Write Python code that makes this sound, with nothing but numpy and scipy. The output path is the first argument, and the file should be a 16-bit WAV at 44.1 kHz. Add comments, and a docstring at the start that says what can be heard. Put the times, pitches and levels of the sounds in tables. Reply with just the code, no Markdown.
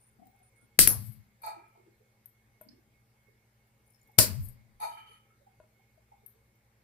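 """Cutting fret wire in a small workshop

End cutters snap through hard wire twice, close to a camera's stereo microphones. Each cut end
flies off, ticks, skitters and lands in something tinny further away; the jolt shakes the camera
mount. Behind the bench, a fan and mains hum beat softly over the room hiss."""
import sys
import numpy as np
from scipy import signal
from scipy.fft import rfft, irfft
from scipy.io import wavfile
from scipy.ndimage import uniform_filter1d

SR = 44100
rng = np.random.default_rng(int(sys.argv[2]) if len(sys.argv) > 2 else 0)


def to_wav(sig):
    """Store sig (one row per channel, or 1-D mono) as 16-bit WAV at the path in sys.argv[1].

    Samples outside -1..1 are clipped; the rate is SR.
    """
    pcm = np.clip(np.atleast_2d(sig), -1, 1) * 32767
    pcm = np.round(pcm).astype(np.int16)
    wavfile.write(sys.argv[1], SR, pcm.T)  # frames by channels


N = 301543

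# Balance is left minus right; a send is the feed to the room, relative to the source's level.
# Sharp cracks: the wire snaps and its end strikes nearby; later a faint crack and the second snap.
# t/s, level/dB, balance/dB, t60/s, send/dB, relative blow/dB, air push/dB, steel ring/dB, spectrum index
SNAPS = [(0.7897, 8, 4.5, 0.011, -1, -12.5, -24.5, -25, 0), (0.8741, -1.5, 11, 0.015, -2, -16, -28, -42, 1),
         (4.1827, -25, 5.5, .03, -19, -9, -45, -61, 2),
         (4.1863, 2.5, 5.5, 0.021, -3.5, -14, -19.5, -20.5, 2)]
CRACK_SPECTRA = [
    [(88, -37.5), (150, 0.5), (275, -15.5), (348, -9.5), (624, -23.5), (716, -33.5), (1900, -14.5),
     (3490, -14), (4580, -4.5), (6770, -14.5), (8400, -3), (12400, -5.5), (14800, -8.5), (16000, -9)],
    [(88, -24), (150, -13.5), (649, -15), (2180, -22.5), (3920, -42.5), (4240, -49), (5250, -12.5),
     (7620, -21.5), (9440, -18.5), (10200, -1), (11000, 3.5), (16000, -18)],
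    [(88, -28.5), (150, 0), (270, -8), (566, -7.5), (774, -22.5), (837, -20), (1900, -12.5), (2600, -11.5),
     (3620, -14.5), (4760, -2.5), (6510, -13), (7320, -6), (11700, -4.5), (16000, -9)],
]  # three colours of crack: f/Hz, relative density/dB
STEEL_MODES = [(4180, 230, -5.5), (4670, 400, 0), (5180, 300, -2), (5900, 350, -4)]  # the cutters' ring: f/Hz, width/Hz, relative level/dB
BITES = [(0.254, -61, 8900), (0.268, -54, 15300), (0.3595, -66, 10100), (0.3884, -65, 11600),
         (1.6783, -68.5, 10700), (3.6701, -67.5, 13900), (3.8631, -64, 9720), (3.8752, -65, 9560),
         (3.902, -56.5, 9820), (3.9209, -63.5, 12350), (3.935, -63.5, 5270), (3.9433, -59, 5380),
         (3.9577, -62, 5300), (3.9934, -64, 5340), (4.0122, -60.5, 6950), (4.029, -59.5, 12370),
         (4.0732, -60.5, 12200), (4.1153, -60, 12100), (6.5538, -68.5, 14280)]  # the jaws slip on the wire: t/s, level/dB, favoured f/Hz
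JAW_MODES = [(5350, 76.5), (7100, 100), (8800, 100), (9750, 190), (10900, 200), (11600, 330), (12200, 290),
             (13300, 177), (14100, 208), (15200, 490)]  # resonances of the jaws: f/Hz, width/Hz
KNOCKS = [(2.612, -53, 4.5), (4.198, -30.5, -1), (5.601, -54.5, 4.5)]  # cutters set against the wooden neck: t/s, level/dB, balance/dB
NECK_MODES = [(223, -19, 0.13), (629, 5.5, 0.067), (978, -3, 0.04), (1435, -5.5, 0.03), (2550, -19, 0.058)]  # resonances of the neck: f/Hz, relative level/dB, t60/s
# Harder bounces in the tin, a list per landing: t/s, low ring/dB, then relative to the low ring
# middle/dB, chime/dB, treble/dB
BOUNCES = [
    [(1.418, -59.5, -5.5, -42.5, -2.5), (1.433, -39.5, -10, -44, -8), (1.465, -35, -11.5, -47, -13.5),
     (1.575, -58, -10, -40, -19), (1.635, -65, 2, -34, -20), (1.75, -61.5, -14, -30, -22)],
    [(4.797, -48, -11, -15, -2), (4.809, -37.5, -15, -35, -9), (4.824, -30.5, -13.5, -40, -12.5),
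     (4.86, -50, -11, -11, -4), (4.91, -48, -10, -7, -9.5), (4.97, -51, -0.5, -1, -10),
     (5.06, -70, 7, 17, 4.5), (5.11, -64.5, 4.5, 5, -0.5)],
]
# Resonances of the tin: f/Hz, width/Hz, weight in first landing/dB, weight in second/dB
TIN_MODES = [(561, 143, -17, -21.5), (679, 73, -3.5, -7), (829, 37, -3, -5.5), (873, 63, 4.5, 5.5),
             (942, 27, -3.5, 1), (1288, 64, 7, 4), (1653, 23, -8, -13.5), (1770, 34, -19, -15),
             (1964, 200, -6.5, -9), (2347, 180, 0, -3.5), (2369, 35, -5, -10.5), (3038, 124, -29, -9),
             (3746, 150, -3.5, 0), (4360, 270, 4, 3), (4655, 250, 1.5, 0), (6220, 100, -9, -6),
             (6600, 350, -12, -6.5), (7650, 530, -6, -7), (8230, 570, -3.5, -5), (9000, 160, -2.5, -17),
             (9380, 460, -34, -1.5), (10680, 580, -27, 1), (11370, 460, -12, 5.5), (12200, 400, -12, -27),
             (13100, 550, -13, -8), (13900, 400, -17, -14)]
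SKITTERS = [(1.075, -57.5, 0.14), (1.125, -63, .02), (4.453, -55, 0.055), (4.49, -62, .006)]  # a cut end skitters: loudest t/s, level/dB, swell/s
SKITTER_SPECTRUM = [(2350, -48), (4000, -93), (6550, -29), (7310, -19.5), (9440, -7), (10200, -15),
                    (11800, 1.5), (14500, -11.5), (16000, -26)]  # its hiss: f/Hz, relative density/dB
TICKS = [(1.4181, -48, 11700, 11, 4.5), (1.4621, -44, 11700, 18, 0), (1.4625, -49, 14270, 18, -6),
         (2.2576, -47.5, 12480, 20, -4), (2.612, -44.5, 12800, 10.5, -6.5), (2.258, -61, 9030, 14, -9.5),
         (2.613, -58.5, 8900, 9, -4.5), (2.6865, -49, 4970, -10.5, -4), (2.688, -65, 4350, -7, 8),
         (4.4303, -54, 11700, 11, -4), (4.485, -48, 11900, 20, -19.5), (4.4855, -52.5, 9260, 19, -17),
         (4.8012, -45, 10740, 9, 4), (4.8, -58, 14580, 11, -8), (6.2613, -45, 12800, 23, 1),
         (6.262, -58.5, 9930, 11.5, -4.5)]  # wire ends and jaws tick: t/s, level/dB, f/Hz, balance/dB, send/dB
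TAPS = [(0.184, -60.5, 220, 19, 0), (0.185, -59, 718, 7, 0), (0.208, -57, 226, 13, 3.5),
        (0.212, -54.5, 722, 12, 0), (0.252, -62.5, 228, 24, -1.5), (0.252, -56, 776, 9, -3),
        (0.332, -63, 814.4, 8, -5), (0.399, -64, 725.2, 11, -2), (0.623, -62, 220, 12, -2.5),
        (0.612, -65, 1410, 6, -10), (1.561, -48, 353, -4, -1.5), (1.771, -57, 378, -18, -6.5),
        (1.859, -53.5, 360.6, -2.5, -3), (1.999, -60, 450.4, -4.5, -4), (2.65, -56.5, 230, 12, 7),
        (2.682, -56, 221.7, 8, 3), (2.729, -61.5, 362, -15, -9), (2.77, -61, 328.6, -10, -4),
        (3.278, -63.5, 421.4, -9, 2.5), (4.081, -60, 804, 7, -12.5), (5.091, -63.5, 455, 24, -9),
        (5.299, -62, 1297, 2.5, -3), (5.403, -63.5, 541, -12, -2.5), (5.462, -54, 784.6, -6.5, -9),
        (5.79, -63.5, 800, -9, -9), (5.971, -64, 638.4, 9.5, -7), (6.115, -49.5, 824, 5, -6),
        (6.228, -64, 402.6, -11.5, -4.5), (6.34, -66.5, 439.3, -12, 2)]  # dull taps about the bench: t/s, level/dB, f/Hz, balance/dB, send/dB
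SQUEAKS = [(0.001, .065, 9270, -66), (.025, .022, 9900, -70), (0.066, .035, 9800, -65),
           (0.111, .04, 9500, -75), (0.427, .07, 9650, -67), (0.558, .045, 9400, -71),
           (0.607, .06, 9450, -71), (5.09, .1, 10900, -69)]  # thin squeaks, perhaps the hinge: t/s, length/s, f/Hz, level/dB
SHUDDERS = [
    [(0.782, -34.5, 18), (0.82, -32.5, 2), (0.862, -38.5, 5), (0.998, -39.5, 8), (1.064, -51, 16),
     (1.098, -41.5, 15), (1.136, -66.5, 16), (1.204, -56, 15), (1.25, -72.5, 10)],
    [(4.178, -32, 36.5), (4.198, -32.5, 20), (4.254, -50.5, 21), (4.318, -45, 26.5), (4.36, -48, 29),
     (4.4, -31.5, 1), (4.538, -58.5, 9), (4.62, -64, 9), (4.75, -70.5, 6)],
]  # the mount shakes, a curve per cut: t/s, level/dB, balance/dB
JOLTS = [(0.781, -55, -34.5, -34.5), (.87, -42.5, -46, -45), (4.178, -39.5, -40.5, -55),
         (4.385, -53, -42, -40), (4.699, -71, -68, -61)]  # loose parts shaken: t/s, overtone/dB, rumble/dB, sway/dB
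FAN_ORDERS = [(1, -92, 0), (3, -77, -1), (5, -92, -1), (6, -81, 0)]  # shaft harmonics: order, rms level/dB, balance/dB
FAN_WHINES = [(62.3, 1.8, -79, 3.5), (400, 4.6, -94, -5.5), (458, 6.5, -89, -6), (542.2, 17, -88, 1.5),
              (804, 18, -89, 2), (2177, 5.8, -84.5, -14.5)]  # fuzzy fan tones: f/Hz, width/Hz, rms level/dB, balance/dB
ROOM_DECAY = [(150, 0.24), (400, 0.15), (1040, 0.24), (2760, 0.2), (5000, 0.15), (9000, 0.1), (15000, 0.14)]  # the workshop's early tail: f/Hz, t60/s
ROOM_COLOUR = [(100, -6.5), (400, -1.5), (1200, 1), (3000, -4), (5000, -2), (6800, 3), (9000, 3),
               (14000, -1)]  # tone of the tail: f/Hz, relative level/dB
HISS_SPECTRUM = [(12, -53), (20, -34.5), (63, -8), (86, -12), (111, 2.5), (143, -19.5), (224, -14),
                 (243, -21.5), (351, -16.5), (439, -20), (1080, -23.5), (2180, -21.5), (2960, -30.5),
                 (14300, -32.5), (16400, -48)]  # room tone: f/Hz, relative density/dB
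MIC_LIKENESS = [(60, 0.45), (130, 0.93), (290, 0.82), (640, 0.6), (1410, -0.3), (3100, 0.41), (6820, -0.41),
                (15000, 0.094)]  # diffuse sound at the two microphones: f/Hz, correlation
MIC_BALANCE = [(60, 0.5), (180, 1.5), (550, 0.5), (1650, 0.5), (4970, -2), (15000, 8.5)]  # shading between the microphones: f/Hz, balance/dB


def snaps(dry, blow_hz=1700, blow_t60=.0097):
    """Close up, each snap or strike gives a crack and a blunt blow, and sets off its own room tail."""
    shading = pan(0.98, read(MIC_BALANCE, np.fft.rfftfreq(4096, 1 / SR)))
    lead = 128  # samples ahead of the click that excites the room
    for s, db, side_db, t60, send_db, blow_db, *_, kind in SNAPS:
        spectrum = CRACK_SPECTRA[round(kind)]
        crack = amp(db) * unit_rms(colour(rng.standard_normal((2, 4096)), spectrum))
        crack = pan(0.95, side_db)[:, None] * irfft(rfft(crack) * shading)
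        blow = amp(db + blow_db) * unit_rms(resonate(rng.standard_normal(4096), blow_hz, width=2000))
        add(dry, s, crack * burst(t60) + blow * burst(blow_t60))
        click = colour(signal.unit_impulse(4096, lead), spectrum)
        strength = amp(db + send_db) * np.linalg.norm(burst(t60)) / np.linalg.norm(click)
        add(dry, s - lead / SR, room(strength * click))


def recoil(dry, push_s=.00095, push_lag_s=.002):
    """Each crack pushes the air once, near the left microphone, and leaves the steel ringing raggedly."""
    u = np.arange(1000) / SR / push_s
    push = np.e * u * (2 - u) * np.exp(-u)
    t = np.arange(SR // 4) / SR
    for s, *_, push_db, ring_db, _ in SNAPS:
        add(dry, s + push_lag_s, pan(amp(push_db) * push, 9.5))
        noise = rng.standard_normal((2, len(t))) * flicker(len(t), depth_db=2.2, span=130)
        ring = sum(amp(db) * mode(noise, hz, width) for hz, width, db in STEEL_MODES)
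        add(dry, s, unit_rms(ring) * struck(t, [(0.012, ring_db)], rise=0.012, t60=.17))


def bites(dry, wet, others_db=-11, db_per_octave=-14, scrape_db=-10, send_db=-4, side_db=10):
    """Each slip scrapes and rings the jaws, favouring the mode nearest its pitch."""
    for s, db, hz in BITES:
        noise = rng.standard_normal((2, 4096))
        scatter_db = 5.5 * rng.standard_normal(len(JAW_MODES))
        mode_hz = np.transpose(JAW_MODES)[0]
        mode_db = others_db + db_per_octave * abs(np.log2(mode_hz / hz)) + scatter_db
        mode_db[np.argmin(abs(mode_hz - hz))] = 0
        ring = sum(gain * mode(noise, f, width) for gain, (f, width) in zip(amp(mode_db), JAW_MODES))
        scrape = unit_rms(np.diff(noise, prepend=0)) * burst(t60=0.032, rise=0.00031)
        bite = amp(db) * (ring * burst(t60=0.028, rise=0.0022) + amp(scrape_db) * scrape)
        add(dry, s, pan(1, side_db)[:, None] * bite)
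        add(wet, s, amp(send_db) * bite[0])


def knocks(dry, wet, send_db=-4.5):
    """The cutters touch the neck and ring its damped wooden modes."""
    t = np.arange(8000) / SR
    body = sum(amp(db - 60 * t / t60) * np.sin(2 * np.pi * hz * t) for hz, db, t60 in NECK_MODES)
    for s, db, side_db in KNOCKS:
        add(dry, s, pan(amp(db) * body, side_db))
        add(wet, s, amp(db + send_db) * body)


def tin(dry, rattle_s=.55, left_lag_s=.00045):
    """Further off to the right, bounces and echoes too dense to count drive the modes of the tin."""
    for landing, rows in enumerate(BOUNCES):
        times, low_db, middle_db, chime_db, treble_db = np.transpose(rows)
        t = np.arange(times[0], times[0] + rattle_s, 1 / SR)
        noise = rng.standard_normal((5, len(t)))
        alike, apart = noise[0] + noise[1:3], noise[3:]  # half shared by the microphones; unshared
        # drive, from f/Hz, to f/Hz, level/dB, rise/s, t60/s
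        bands = [(alike, 0, 1100, low_db, .0017, .36),
                 (alike, 1100, 2800, low_db + middle_db, .0017, .49),
                 (alike, 2800, 3300, low_db + chime_db, .02, .36),
                 (apart, 3300, SR, low_db + treble_db, .01, .27)]
        sound = 0
        for drive, lo, hi, levels, rise, t60 in bands:
            ring = sum(amp(db[landing]) * mode(drive, hz, width)
                       for hz, width, *db in TIN_MODES if lo <= hz < hi)
            sound += steadied(ring) * struck(t, zip(times, levels), rise, t60)
        add(dry[0], times[0] + left_lag_s, sound[0])
        add(dry[1], times[0], sound[1])


def skitters(dry, swell_db=16, fade_db_per_s=324, tail_s=.17, side_db=21.7):
    """Tiny bounces of a cut end, well to the left, merge into a grainy hiss that swells and fades."""
    for s, db, swell_s in SKITTERS:
        t = np.arange(-swell_s, tail_s, 1 / SR)
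        arch_db = np.minimum(swell_db * t / swell_s, -fade_db_per_s * t)
        level = signal.windows.tukey(len(t), .05) * amp(db + arch_db)
        grains = rng.standard_normal((2, len(t))) * flicker(len(t), depth_db=1.6, span=90)
        add(dry, s - swell_s, pan(level, side_db) * unit_rms(colour(grains, SKITTER_SPECTRUM)))


def contacts(dry, wet, rows, width, rise, t60):
    """A tick or tap at the bench: noise rings one broad resonance; width maps pitch to Hz per stage."""
    for s, db, hz, side_db, send_db in rows:
        ring = rng.standard_normal((2, 4096))
        for widening in (1, 1, 2):
            ring = resonate(ring, hz, widening * width(hz))
        ping = amp(db) * unit_rms(ring) * burst(t60, rise)
        add(dry, s, pan(1, side_db)[:, None] * ping)
        add(wet, s, amp(send_db) * ping[0])


def squeaks(dry, sag_db=-6):
    """A narrow, unsteady whistle with a weaker one just below; it starts softly and its level sags."""
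    for s, length, hz, db in SQUEAKS:
        t = np.arange(0, length, 1 / SR)
        level = signal.windows.tukey(len(t), .13) * amp(db + sag_db * t / length)
        noise = rng.standard_normal((2, len(t)))
        whistle = resonate(noise, hz, width=80) + 0.22 * resonate(noise, 0.95 * hz, width=90)
        add(dry, s, level * unit_rms(whistle))


def shudders(dry, start_hz=101.1, glide_hz_per_s=30):
    """A low shudder fades, gliding up toward the hum's pitch; its phase drifts at each microphone."""
    for rows in SHUDDERS:
        times, levels, balances = np.transpose(rows)
        t = np.arange(times[0], times[-1], 1 / SR)
        level = pan(amp(np.interp(t, times, levels)), np.interp(t, times, balances))
        hz = start_hz + glide_hz_per_s * (t - times[0])
        drift = 0.059 * np.cumsum(uniform_filter1d(rng.standard_normal((2, len(t))), 900), 1)
        tone = np.sqrt(2) * np.sin(2 * np.pi * np.cumsum(hz) / SR + drift)
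        add(dry, times[0], signal.windows.tukey(len(t), .05) * level * tone)


def jolts(dry):
    """Each jolt shakes loose parts, leaving an overtone, a rumble and a slow sway dying away."""
    t = np.arange(SR // 2) / SR
    parts = (204, 37, .8), (60, 25, .45), (22, 18, .4)  # f/Hz, width/Hz, t60/s
    for s, *levels in JOLTS:
        noise = rng.standard_normal((3, len(t)))
        drive = (noise[0] + 1.1 * noise[1:]) * pan(1, 3)[:, None]
        for (hz, width, t60), db in zip(parts, levels):
            add(dry, s, mode(drive, hz, width) * struck(t, [(0.0042, db)], rise=0.015, t60=t60))


def fan_and_mains(shaft_hz=36.33, mains_hz=119.935, mains_db=-74, in_phase_s=2.012):
    """Behind the bench, mains hum beats against a fan's third shaft order; fuzzy fan tones waver."""
    t = np.arange(N) / SR - in_phase_s
    fan = sum(pan(amp(db) * np.cos(2 * np.pi * order * shaft_hz * t), side_db)
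              for order, db, side_db in FAN_ORDERS)
    mains = amp(mains_db) * np.cos(2 * np.pi * mains_hz * t)
    noise = rng.standard_normal(N) * flicker(N, depth_db=3.4, span=1500)
    whines = sum(pan(amp(db) * unit_rms(resonate(noise, hz, width)), side_db)
                 for hz, width, db, side_db in FAN_WHINES)
    return np.sqrt(2) * (fan + mains) + whines


def room(x, gap_s=.002, build_s=.0027, hold_s=.052, late_db=-22, late_stretch=3.9):
    """A diffuse tail builds, holds and falls; a weaker, slower one returns from the shop's far end."""
    hz, spectra = diffuse_pair(frames=420, size=256)
    t = np.arange(420) * 64 / SR
    fall_db = -60 * (np.hypot(t, hold_s) - hold_s) / read(ROOM_DECAY, hz)[:, None]
    decay = amp(fall_db) + amp(late_db + fall_db / late_stretch)
    spectra = spectra * amp(read(ROOM_COLOUR, hz))[:, None] * decay
    tail = signal.istft(spectra, nperseg=256, noverlap=192)[1]
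    since_gap = np.maximum(np.arange(tail.shape[1]) / SR - gap_s, 0)
    tail *= 1 - np.exp(-since_gap / build_s)
    return signal.fftconvolve(x[None], tail / np.linalg.norm(tail) * np.sqrt(2), axes=1)[:, :N]


def hiss(rms_db=-72.5, patch_db=1.9):
    """Room tone from all around, drifting slightly in patches of time and frequency."""
    hz, spectra = diffuse_pair(frames=N // 256 + 5, size=1024)
    patches = rng.standard_normal((spectra.shape[2], len(hz))).T
    patches = unit_rms(uniform_filter1d(uniform_filter1d(patches, 8, axis=0), 12, axis=1))
    spectra = spectra * amp(read(HISS_SPECTRUM, hz)[:, None] + patch_db * patches)
    return amp(rms_db) * unit_rms(signal.istft(spectra, nperseg=1024, noverlap=768)[1][:, :N])


def diffuse_pair(frames, size):
    """Random short-time spectra at the two microphones, alike in the bass."""
    hz = np.fft.rfftfreq(size, 1 / SR)
    a, b, c, d = rng.standard_normal((frames, len(hz), 4)).T
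    likeness = read(MIC_LIKENESS, hz)[:, None]
    left = a + 1j * b
    right = likeness * left + np.sqrt(1 - likeness ** 2) * (c + 1j * d)
    return hz, np.array([left, right]) * pan(1, read(MIC_BALANCE, hz))[..., None]


def amp(db):
    return 10 ** (np.asarray(db) / 20)


def unit_rms(x):
    return x / np.sqrt(np.mean(x ** 2) + 1e-20)


def read(points, hz):
    """A curve's value at hz, on a logarithmic frequency axis."""
    f, value = np.transpose(points)
    return np.interp(np.log(hz + 1), np.log(f + 1), value)


def pan(x, db):
    """Stereo pair with the left microphone db above the right."""
    return np.array([x * amp(db / 2), x * amp(-db / 2)])


def add(mix, s, sound):
    part = mix[..., round(s * SR):][..., :sound.shape[-1]]
    part += sound[..., :part.shape[-1]]


def colour(x, points):
    """Filters by a curve of f/Hz, gain/dB."""
    gain = amp(read(points, np.fft.rfftfreq(x.shape[-1], 1 / SR)))
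    return irfft(rfft(x) * gain, x.shape[-1])


def resonate(x, hz, width):
    """Shifts hz down to zero, smooths, shifts back: a resonance width Hz wide."""
    turn = np.exp(2j * np.pi * np.cumsum(np.full(x.shape[-1], hz)) / SR)
    pole = np.exp(-np.pi * width / SR)
    return 2 * (turn * signal.lfilter([1 - pole], [1, -pole], x / turn)).real


def mode(drive, hz, width):
    """A driven mode at unit rms: two resonances in series, each width Hz wide."""
    return unit_rms(resonate(resonate(drive, hz, width), hz, width))


def flicker(length, depth_db, span):
    """A random gain, smoothed over span samples."""
    return amp(depth_db * unit_rms(uniform_filter1d(rng.standard_normal(length), span)))


def steadied(x, span_s=0.026):
    """Levels out slow swells, keeps the quick beating."""
    power = uniform_filter1d((x ** 2).mean(0), round(span_s * SR))
    return x / np.sqrt(abs(power) + 1e-12)


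def burst(t60, rise=0.00055):
    """Envelope of one short contact; times in seconds."""
    t = np.arange(4096) / SR
    return (1 - np.exp(-t / rise)) * amp(-60 * t / t60)


def struck(t, hits, rise, t60):
    """Envelope of a ring struck at hits of t/s, level/dB: each rises and dies, and their powers add."""
    power = 0
    for s, db in hits:
        since = np.maximum(t - s, 0)
        power += ((1 - np.exp(-since / rise)) * amp(db - 60 * since / t60)) ** 2
    return np.sqrt(power)


def scene():
    """The bench at the microphones: direct sound over the background, plus the workshop's tail."""
    dry, wet = hiss() + fan_and_mains(), np.zeros(N)
    bites(dry, wet)
    contacts(dry, wet, TICKS, width=lambda hz: 0.13 * hz, rise=.0011, t60=.034)
    contacts(dry, wet, TAPS, width=lambda hz: 80, rise=.006, t60=.12)
    knocks(dry, wet)
    for source in (snaps, recoil, tin, skitters, squeaks, shudders, jolts):
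        source(dry)
    return dry + room(wet)


def record(dry):
    """The loudest cracks are clipped at their peaks; the top treble then steps down and cuts off."""
    ceiling, shelf_hz, shelf_db, edge_hz = .74, 15600, -20, 16550
    to_edge = signal.firwin(511, edge_hz, window=("kaiser", 9), fs=SR)
    to_shelf = signal.firwin(511, shelf_hz, window=("kaiser", 9), fs=SR)
    taps = amp(shelf_db) * to_edge + (1 - amp(shelf_db)) * to_shelf
    return signal.oaconvolve(np.clip(dry, -ceiling, ceiling), taps[None], "same")


dry = scene()
out = record(dry)
to_wav(out)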